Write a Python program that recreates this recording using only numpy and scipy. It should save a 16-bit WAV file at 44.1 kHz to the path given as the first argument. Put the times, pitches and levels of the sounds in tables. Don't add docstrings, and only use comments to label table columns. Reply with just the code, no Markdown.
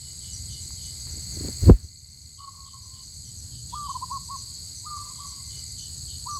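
import sys
import numpy as np
from scipy import signal
from scipy.fft import rfft, irfft
from scipy.io import wavfile
from scipy.ndimage import uniform_filter1d

SR = 44100
rng = np.random.default_rng(int(sys.argv[2]) if len(sys.argv) > 2 else 0)


def volts_from_decibels(level):
    exponent = np.asarray(level, float) / 20
    return 10 ** exponent


def put_to_file(sound):
    columns = np.atleast_2d(sound).T
    safe = np.clip(columns, -1, 1)
    whole_steps = np.round(safe * 32767)
    wavfile.write(sys.argv[1], SR, whole_steps.astype(np.int16))


N = 281799


def tick_s():
    return np.arange(N) / SR


def rms_one(x):
    return x / np.sqrt(np.mean(x ** 2) + 1e-20)


def in_time(rows):
    s, *columns = np.transpose(rows)
    return [np.interp(tick_s(), s, c) for c in columns]


def evenly(first, last, gap):
    return np.linspace(first, last, round((last - first) / gap) + 1)


def coloured(points):
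    hz, db = np.transpose(points)
    grid_hz = np.arange(N // 2 + 1) * SR / N + 1
    shape = volts_from_decibels(np.interp(np.log(grid_hz), np.log(hz), db))
    return rms_one(irfft(rfft(rng.standard_normal(N)) * shape, N))


def filtered(x, order, hz, kind="low"):
    return signal.sosfilt(signal.butter(order, hz, kind, fs=SR, output="sos"), x)


def resonate(x, hz, width_hz):
    r = np.exp(-np.pi * width_hz / SR)
    b = [(1 - r * r) / 2, 0, (r * r - 1) / 2]
    a = [1, -2 * r * np.cos(2 * np.pi * hz / SR), r * r]
    return signal.lfilter(b, a, signal.lfilter(b, a, x + 1e-18))


def trees(x, t60_s, wet_db):
    t = np.arange(SR) / SR
    tail = rng.standard_normal(SR) * volts_from_decibels(-60 * t / t60_s) * np.minimum(t / 0.018, 1)
    tail = tail / np.sqrt(np.sum(tail ** 2))
    return x + volts_from_decibels(wet_db) * signal.fftconvolve(x, tail)[:N]


def cricket(wings, strokes_per_s, phrases, start_s, crowd, uneven_db):
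    picks = rng.integers(0, len(phrases), 400)
    strokes = np.concatenate([phrases[k] for k in picks])
    at = ((start_s + np.arange(len(strokes)) / strokes_per_s) * SR).astype(int)
    strokes, at = strokes[at < N], at[at < N]
    out = 0
    for hz, width_hz, db in wings:
        clicks = np.zeros(N)
        jittered = np.clip(at + rng.integers(-20, 1, len(at)), 0, N - 1)
        clicks[jittered] = strokes * volts_from_decibels(uneven_db * rng.standard_normal(len(at)))
        drive = np.sqrt(1 - crowd) * rms_one(clicks) + np.sqrt(crowd) * rng.standard_normal(N)
        out = out + volts_from_decibels(db) * resonate(drive, hz, width_hz)
    return rms_one(out)


# start in seconds [s], loudest [s], end [s], level at the top [dB], at the end [dB].
TRILL_BOUTS_S_DB = [
    (-3, 2.2, 3.33, 10, 1),
    (4, 5.7, 5.8, 9, 3),
]
TRILL_START_DB, TRILL_REST_DB = -3.5, -34


def trill_effort():
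    rows = []
    for s, top_s, end_s, top_db, end_db in TRILL_BOUTS_S_DB:
        rows += [(s, TRILL_START_DB), (top_s, top_db), (end_s, end_db), (end_s + 0.028, TRILL_REST_DB)]
    return in_time(rows)[0]


# frequency [Hz], width [Hz], level [dB].
LOW_WINGS = [(4100, 760, -7), (4361, 220, 1), (4630, 200, -1), (4810, 243, -1)]
SOLO_WINGS = [(4358, 170, 0.5), (4525, 220, -7)]
LOW_OVERTONE = [(12950, 320, 4), (15000, 350, -7), (15270, 350, 1.5)]
MID_WINGS = [(6524, 150, 0.088), (6797, 260, 2)]
HIGH_WINGS = [(7680, 600, -6), (7812, 190, 0), (8170, 180, -9.5), (8156, 196, -7)]
SLOW_WINGS = [(8530, 500, -0.5), (9030, 180, -3.5)]
TRILL_WINGS = [(2079, 110, -2), (2315, 130, -9.5)]
FAR_WINGS = [(10800, 650, -3), (11030, 500, -8.5), (11324, 440, -3)]
# time [s], effort [dB], crowd share [0-1].
LOW_SINGER = [
    (0, -1, 1),
    (.8, 0, 1),
    (1.4, 1, 0.6),
    (2.1, 1.5, .55),
    (3, 1.5, .7),
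    (3.4, -2, .95),
    (4.4, 2.5, 0.86),
    (5, 0, .95),
    (5.6, 0.7, 0.96),
    (6.39, 0.9, 0.5),
]
OVERTONE_DB, OVERTONE_SOLO_DB = -24.5, 1.5
# time [s], effort [dB].
SLOW_SINGER = [
    (0, -22),
    (.32, 4),
    (.66, 2),
    (.72, -10),
    (1.5, -22),
    (3, -5.5),
    (4.2, -1),
    (6.39, 0),
]


def chorus():
    low_db, crowd = in_time(LOW_SINGER)
    slow_db, = in_time(SLOW_SINGER)
    overtone_db = OVERTONE_DB + OVERTONE_SOLO_DB * (1 - crowd)
    rasp = [[1, .95, .15]]
    many = cricket(LOW_WINGS, 69.6, rasp, start_s=.018, crowd=.9, uneven_db=2)
    solo = cricket(SOLO_WINGS, 69.6, rasp, start_s=.018, crowd=.05, uneven_db=1.5)
    low = np.sqrt(crowd) * many + np.sqrt(1 - crowd) * solo
    low = filtered(low, 8, 3950, "high")
    overtone = cricket(LOW_OVERTONE, 69.6, rasp, start_s=.021, crowd=.65, uneven_db=2.5)
    low = low + volts_from_decibels(overtone_db) * overtone
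    phrase = [1, .3] * 10 + [0.16, 0.14, 0.13, .1, .2]
    mid = cricket(MID_WINGS, 171.7, [phrase * 6 + [.2]], start_s=.073, crowd=.35, uneven_db=3)
    short_long = [[0.676, 1, 0.22, 1.0, 0.11, .1], [0.34, 0.72, 0.7, 1.0, 0.399, .1, .1]]
    high = cricket(HIGH_WINGS, 172.9, short_long, start_s=0, crowd=0.5, uneven_db=1.5)
    swell = np.sin(np.linspace(0, np.pi, 16)) ** 2
    slow = cricket(SLOW_WINGS, 123.3, [swell], start_s=0.027, crowd=.4, uneven_db=1.5)
    trill = cricket(TRILL_WINGS, 121.5, [[1, .8, 0.77, 0.27]], start_s=0, crowd=0.34, uneven_db=1.5)
    far = cricket(FAR_WINGS, 190, [[1]], start_s=0, crowd=0.99, uneven_db=4)
    return (volts_from_decibels(low_db - 43.5) * low + volts_from_decibels(-48.0) * mid + volts_from_decibels(-44.5) * high + volts_from_decibels(slow_db - 56) * slow
            + volts_from_decibels(trill_effort() - 74.0) * trill + volts_from_decibels(-56.0) * far)


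# first rasp [s], last rasp [s], lead-in level [dB], stressed level [dB].
RASP_PHRASES = [(0.115, 0.306, -48, -37.5), (0.502, 0.823, -43.5, -42), (0.986, 1.314, -44, -42),
                (1.502, 1.814, -47, -41), (1.969, 2.33, -43, -42), (2.513, 2.8195, -45, -41),
                (3.013, 3.3543, -41.5, -40.5), (3.571, 3.895, -45, -40.5), (4.1101, 4.35, -43, -39.5),
                (4.53, 4.744, -46, -39), (4.9477, 5.256, -45.5, -40.5), (5.455, 5.773, -43, -40),
                (5.975, 6.298, -47, -37.5)]
RASP_GAP_S, RASP_STROKES_PER_S = .11, 125


def bush_cricket():
    rasps = []
    for first, last, lead_db, stress_db in RASP_PHRASES:
        rasps += [(s, stress_db if s == last else lead_db) for s in evenly(first, last, RASP_GAP_S)]
    out = np.zeros(N)
    t = np.arange(200) / SR
    for (s, db), chance in zip(rasps, rng.standard_normal((len(rasps), 16))):
        strength = np.clip((db + 48) / 10, 0, 1)
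        count = int(5 + 5 * strength)
        for k in range(count):
            dip = np.sin(2.2 * (k + .5) / count)
            hz = 6750 - (450 + 300 * strength) * dip + 160 * chance[k]
            stroke = np.sin(np.pi * t / t[-1]) ** 2 * np.sin(2 * np.pi * hz * t + 3 * chance[k + 1])
            arch = np.sin(np.pi * (k + 0.94) / (count + 2))
            level = volts_from_decibels(db + 2.5 + 1.1 * chance[-k]) * arch
            i = int((s - .014 + k / RASP_STROKES_PER_S) * SR)
            out[i:i + 200] += (level * stroke)[:max(N - i, 0)]
    return trees(out, t60_s=.2, wet_db=0)


# first [s], last [s], first level [dB], last level [dB].
FLUTTER = [
    (1.142, 1.175, -49, -42),
    (1.336, 1.334, -47, -45),
    (1.373, 1.488, -37, -30),
]
BEAT_S, BEAT_SLOW_HZ, BEAT_FAST_HZ, BEAT_HALF_S = .0385, 125, 510, 0.01208
# time [s], peak [dB], slowest swing [Hz], fastest swing [Hz], half length [s].
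BLAST = [
    (1.638, -15.5, 60.8, 185.4, 0.021),
    (1.698, -3, 69.62, 498.5, 0.04),
    (1.726, -7, 49.4, 58.6, .03),
    (1.847, -32, 68.6, 150, .015),
]
CALM_HZ, WILD_HZ = 130, 670


def puffs():
    beats = []
    for first, last, first_db, last_db in FLUTTER:
        at = evenly(first, last, BEAT_S)
        levels_db = np.linspace(first_db, last_db, len(at))
        beats += [(s, db, BEAT_SLOW_HZ, BEAT_FAST_HZ, BEAT_HALF_S) for s, db in zip(at, levels_db)]
    return [(*row, np.clip((row[3] - CALM_HZ) / (WILD_HZ - CALM_HZ), 0, 1)) for row in beats + BLAST]


# loudest [s], build-up [dB/s], dying [dB/s], leaves [dB], feathers [dB].
BRUSHES = [
    (.36, 300, 120, -62, -70),
    (1.075, 600, 56.5, -55.5, -58),
    (1.34, 200, 91.5, -70.5, -61),
    (1.47, 104.5, 146, -50, -52.5),
    (1.61, 497.5, 194, -71, -55.5),
    (1.645, 500, 119.5, -51, -50),
    (1.69, 201.5, 200, -52, -51),
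]


def brushing():
    t = tick_s()
    shapes = [volts_from_decibels(np.where(t < s, up * (t - s), down * (s - t))) for s, up, down, *_ in BRUSHES]
    return volts_from_decibels(np.array(BRUSHES)[:, 3:].T) @ shapes


# time [s], peak [dB].
TICKS = [
    (0.706, -39),
    (1.07, -42),
]
# frequency [Hz], density [dB per Hz].
RUSTLE_COLOUR = [(300, -1), (1000, -9), (2000, -6.5), (4000, -18.5), (9000, -14), (15500, -28.5)]
FEATHER_COLOUR = [(1500, -25.5), (4000, -1), (9000, -9.5), (12000, -2.5), (15500, 0)]


def wings():
    out = np.zeros(N)
    whorls = coloured([(30, -15), (100, -4.5), (300, 7.5), (600, -11), (1500, -35.5), (4000, -50), (9000, -91.5)])
    for s, db, slow_hz, fast_hz, half_s, turbulence in puffs():
        i = np.arange(int((s - 3 * half_s) * SR), int((s + 3 * half_s) * SR))
        u = (i / SR - s) / half_s
        hz = slow_hz + (fast_hz - slow_hz) / (1 + np.abs(u / .06) ** 1.7)
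        swing = np.cos(2 * np.pi * np.cumsum(hz) / SR + rng.uniform(0, 2 * np.pi))
        gust = turbulence * np.exp(-np.abs(u) * half_s / 0.01) * whorls[i]
        out[i] += volts_from_decibels(db) * (np.exp(-u ** 2 * 1.8) * swing + gust)
    clicks = np.zeros(N)
    for s, db in TICKS:
        clicks[int(s * SR)] = volts_from_decibels(db + 24)
    leaves, feathers = brushing()
    flaps_db = 2 * rms_one(resonate(rng.standard_normal(N), 30, 40))
    rustle = leaves * coloured(RUSTLE_COLOUR) + feathers * volts_from_decibels(flaps_db) * coloured(FEATHER_COLOUR)
    return out + resonate(clicks, 920, 870) + rustle


THROAT_HZ, SCOOP_S, JUMP_S, MEND_S = 964, .018, 0.00954, .005
FALL_S, FALL_HZ, SAG_HZ_PER_S = .02, 131.1, 500
BREAK_HZ, BREAK_DB = 205, -12
RELEASE_S, EDGE_DB = 0.0086, -21.5


def notes(rows, glide=1):
    out = []
    for s, length, hz, db, scoop_db in rows:
        top = min(SCOOP_S + JUMP_S, length / 2)
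        fall = length - min(FALL_S, length / 2.18)
        release = length - RELEASE_S
        at = np.unique([0, min(SCOOP_S, top), top, top + MEND_S, fall, release, length])
        sag_hz = SAG_HZ_PER_S * (fall - top)
        low_hz = THROAT_HZ - hz
        bend_hz = np.interp(at, [0, min(SCOOP_S, top / 1.1), top, fall, length],
                            [low_hz - 40, low_hz + 30, 0, -sag_hz, -sag_hz - FALL_HZ])
        crack_db = BREAK_DB * (glide * (hz - THROAT_HZ) > BREAK_HZ)
        corners = np.sort([0, min(SCOOP_S, top - .001), top, min(top + MEND_S, release), release, length])
        edge_db = np.interp(at, corners, [EDGE_DB + scoop_db, scoop_db, crack_db, 0, 0, EDGE_DB])
        out.append([(s + a, hz + glide * b, db + e) for a, b, e in zip(at, bend_hz, edge_db)])
    return out


def coo(notes, fade_s):
    hz, db = in_time(np.concatenate(notes))
    t = tick_s()
    sounding = sum((t >= n[0][0]) & (t <= n[-1][0]) for n in notes) > 0
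    size = int(fade_s * SR)
    level = np.sqrt(2) * volts_from_decibels(db) * sounding
    for _ in range(2):
        level = uniform_filter1d(level, size, mode="nearest")
    return 2 * np.pi * np.cumsum(uniform_filter1d(hz, size)) / SR, level


def stray_paths(phase, share, spread_hz):
    settle = 4000
    drift = filtered(rng.standard_normal((2, len(phase) + settle)), 4, spread_hz)
    a, b = rms_one(drift[:, settle:])
    strays = a * np.sin(phase) + b * np.cos(phase)
    return np.sqrt(1 - share) * np.sin(phase) + np.sqrt(share / 2) * strays


def breath(level, phase, breath_db):
    shake = rms_one(resonate(rng.standard_normal(N), 165, 112))
    return level * volts_from_decibels(breath_db) * shake * np.sin(phase)


# start [s], length [s], top pitch [Hz], level [dB], opening scoop over the held part [dB].
NEAR_DOVE = [
    (3.724, .158, 1207, -35.5, 7),
    (3.876, .05, 1131, -31, 0),
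    (3.94, 0.037, 1050, -30, 3.5),
    (4.012, 0.039, 1081, -31, 4),
    (4.098, 0.086, 1113, -32.5, 3.5),
    (4.284, 0.086, 1115, -36, -1),
    (6.256, 0.13, 1201, -34.5, 3.5),
    (6.3755, 0.024, 1102, -43, 5),
]
ANSWER = [
    (4.835, 0.15, 1224, -38, -13.5),
    (4.995, .045, 1089, -52.5, -5),
    (5.05, 0.031, 1051, -50, 2.5),
    (5.09, 0.037, 1112, -46.5, 0),
    (5.175, 0.096, 1155, -44, -0.5),
    (5.31, 0.111, 1113, -59.5, 1),
]
FAR_DOVE = [
    (2.375, 0.088, 1117, -45, -8),
    (2.464, 0.033, 1106, -36.5, -3),
    (2.51, 0.14, 1098, -54.5, -1),
    (2.62, 0.08, 1097, -53.5, -3),
    (2.715, 0.064, 1081, -48.5, -5),
    (2.77, 0.136, 1046, -64, 2),
    (2.9, 0.14, 1057, -63, 2),
]
# time [s], share that comes by stray paths [0-1].
FAR_STRAY = [
    (2.36, 0.25),
    (2.49, 0),
    (2.55, 0.8),
    (2.65, 0),
    (2.7, 0.8),
    (2.75, 0.05),
    (2.85, 1),
    (2.93, 0.16),
    (3.08, 0.35),
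]


def doves():
    phase, level = coo(notes(NEAR_DOVE), fade_s=0.003)
    near = level * np.sin(phase) + breath(level, phase, breath_db=-24.5)
    phase, level = coo(notes(ANSWER), fade_s=0.0041)
    answer = level * stray_paths(phase, 0.14, spread_hz=21) + breath(level, phase, breath_db=-22.5)
    phase, level = coo(notes(FAR_DOVE, glide=0.13), fade_s=0.011)
    share, = in_time(FAR_STRAY)
    far = level * stray_paths(phase, share, spread_hz=73) + breath(level, phase, breath_db=-20.5)
    return (trees(near, t60_s=0.59, wet_db=-19.5) + trees(answer, t60_s=0.63, wet_db=-5)
            + trees(far, t60_s=0.53, wet_db=-11.5))


# start [s], level [dB], held pitch [Hz], length [s].
WHISTLES = [(0, -59.5, 2940, 0.094), (5.301, -61, 3070, 0.045), (4.44, -69, 3220, 0.15),
            (4.6, -76, 3170, 0.11), (0.208, -53, 2933, 0.1), (0.482, -49.5, 2950, 0.077),
            (0.774, -52, 2980, 0.1), (2.372, -58, 2900, 0.039), (2.65, -58.5, 3040, 0.062),
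            (2.925, -58.5, 2960, 0.067), (3.23, -61.5, 3060, 0.081), (3.508, -56, 3010, 0.07),
            (3.69, -51.5, 3290, .07), (3.826, -52, 3040, 0.1), (5.141, -57, 3200, 0.1),
            (5.492, -53.5, 2950, 0.073), (5.762, -49.5, 2977, 0.081), (6.072, -49.5, 2960, 0.066)]
# start [s], level [dB].
TWEETS = [
    (.085, -52),
    (.325, -41),
    (.62, -42),
]


def songbirds():
    far, near = np.zeros((2, N))
    wash = resonate(rng.standard_normal(N), 3380, 1270)
    wash = rms_one(filtered(wash, 6, 2980, "high"))
    for s, db, hz, length in WHISTLES:
        t = np.arange(int(length * SR)) / SR
        i = int(s * SR)
        arch = np.sin(np.pi * t / length)
        phase = 2 * np.pi * np.cumsum(hz + 450 * np.exp(-t / .012) + 300 * t) / SR
        far[i:i + len(t)] += volts_from_decibels(db - 5) * arch ** .3 * stray_paths(phase, .5, spread_hz=90)
        far[i:i + len(t)] += volts_from_decibels(db - 6) * arch * wash[i:i + len(t)]
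    t = np.arange(int(0.02 * SR)) / SR
    tweet = np.hanning(len(t)) * np.sin(2 * np.pi * (7150 * t + 14000 * t ** 2))
    for s, db in TWEETS:
        near[int(s * SR):][:len(t)] += volts_from_decibels(db + 7.5) * tweet
    return trees(far, t60_s=.4, wet_db=1.5) + near


# frequency [Hz], density [dB per Hz].
AIR = [(20, -23.5), (40, -15), (70, 1.5), (125, -4), (200, -17), (350, -29.5), (600, -37.5), (1200, -40.5),
       (2600, -41), (3600, -36.5), (5500, -27.5), (9500, -33), (13800, -42.5), (15500, -44.5)]
# time [s], level [dB].
BREEZE = [(0, -47.5), (.5, -43.5), (1.2, -48), (2.1, -44), (2.9, -44.5), (3.7, -41.5), (4.3, -44.5),
          (4.7, -48), (5.4, -47.5), (6.07, -44.5), (6.39, -47)]
WAKE_DB = 10.5


def air(gain):
    noise = coloured(AIR)
    low = signal.sosfiltfilt(signal.butter(2, 350, fs=SR, output="sos"), noise)
    patches_db = 1.2 * rms_one(resonate(rng.standard_normal(N), 2.5, 3.0))
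    leaves, _ = brushing()
    rumble = gain * volts_from_decibels(in_time(BREEZE)[0]) + volts_from_decibels(WAKE_DB) * leaves
    return volts_from_decibels(2.0) * rumble * low + gain * volts_from_decibels(-43.0 + patches_db) * (noise - low)


OPEN_DB, OPENING_DB_PER_S = -0.75, 2.5
BLAST_S, CLAMP_S = 1.686, 0.051
KNOCKED_DB, HELD_DB, LET_GO_S, CREEP_DB_PER_S = -3.5, -6, 1.39, 0.95


def gain_control():
    since = np.maximum(tick_s() - BLAST_S, 0)
    before = OPEN_DB + OPENING_DB_PER_S * tick_s()
    after = KNOCKED_DB + CREEP_DB_PER_S * since + HELD_DB * np.exp(-(since / LET_GO_S) ** 4.2)
    clamped = np.minimum(since / CLAMP_S, 1)
    return (1 - clamped) * before + clamped * after


def scene():
    gain = volts_from_decibels(gain_control())
    insects = gain * (chorus() + bush_cricket())
    return (insects + wings() + doves() + songbirds() + air(gain))[None]


def roll_off(x):
    return signal.sosfilt(signal.butter(12, 15420, fs=SR, output="sos"), x)


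def record(dry):
    ceiling = .72
    limited = dry / (1 + np.abs(dry / ceiling) ** 6) ** (1 / 6)
    return roll_off(limited)


dry = scene()
out = record(dry)
put_to_file(out)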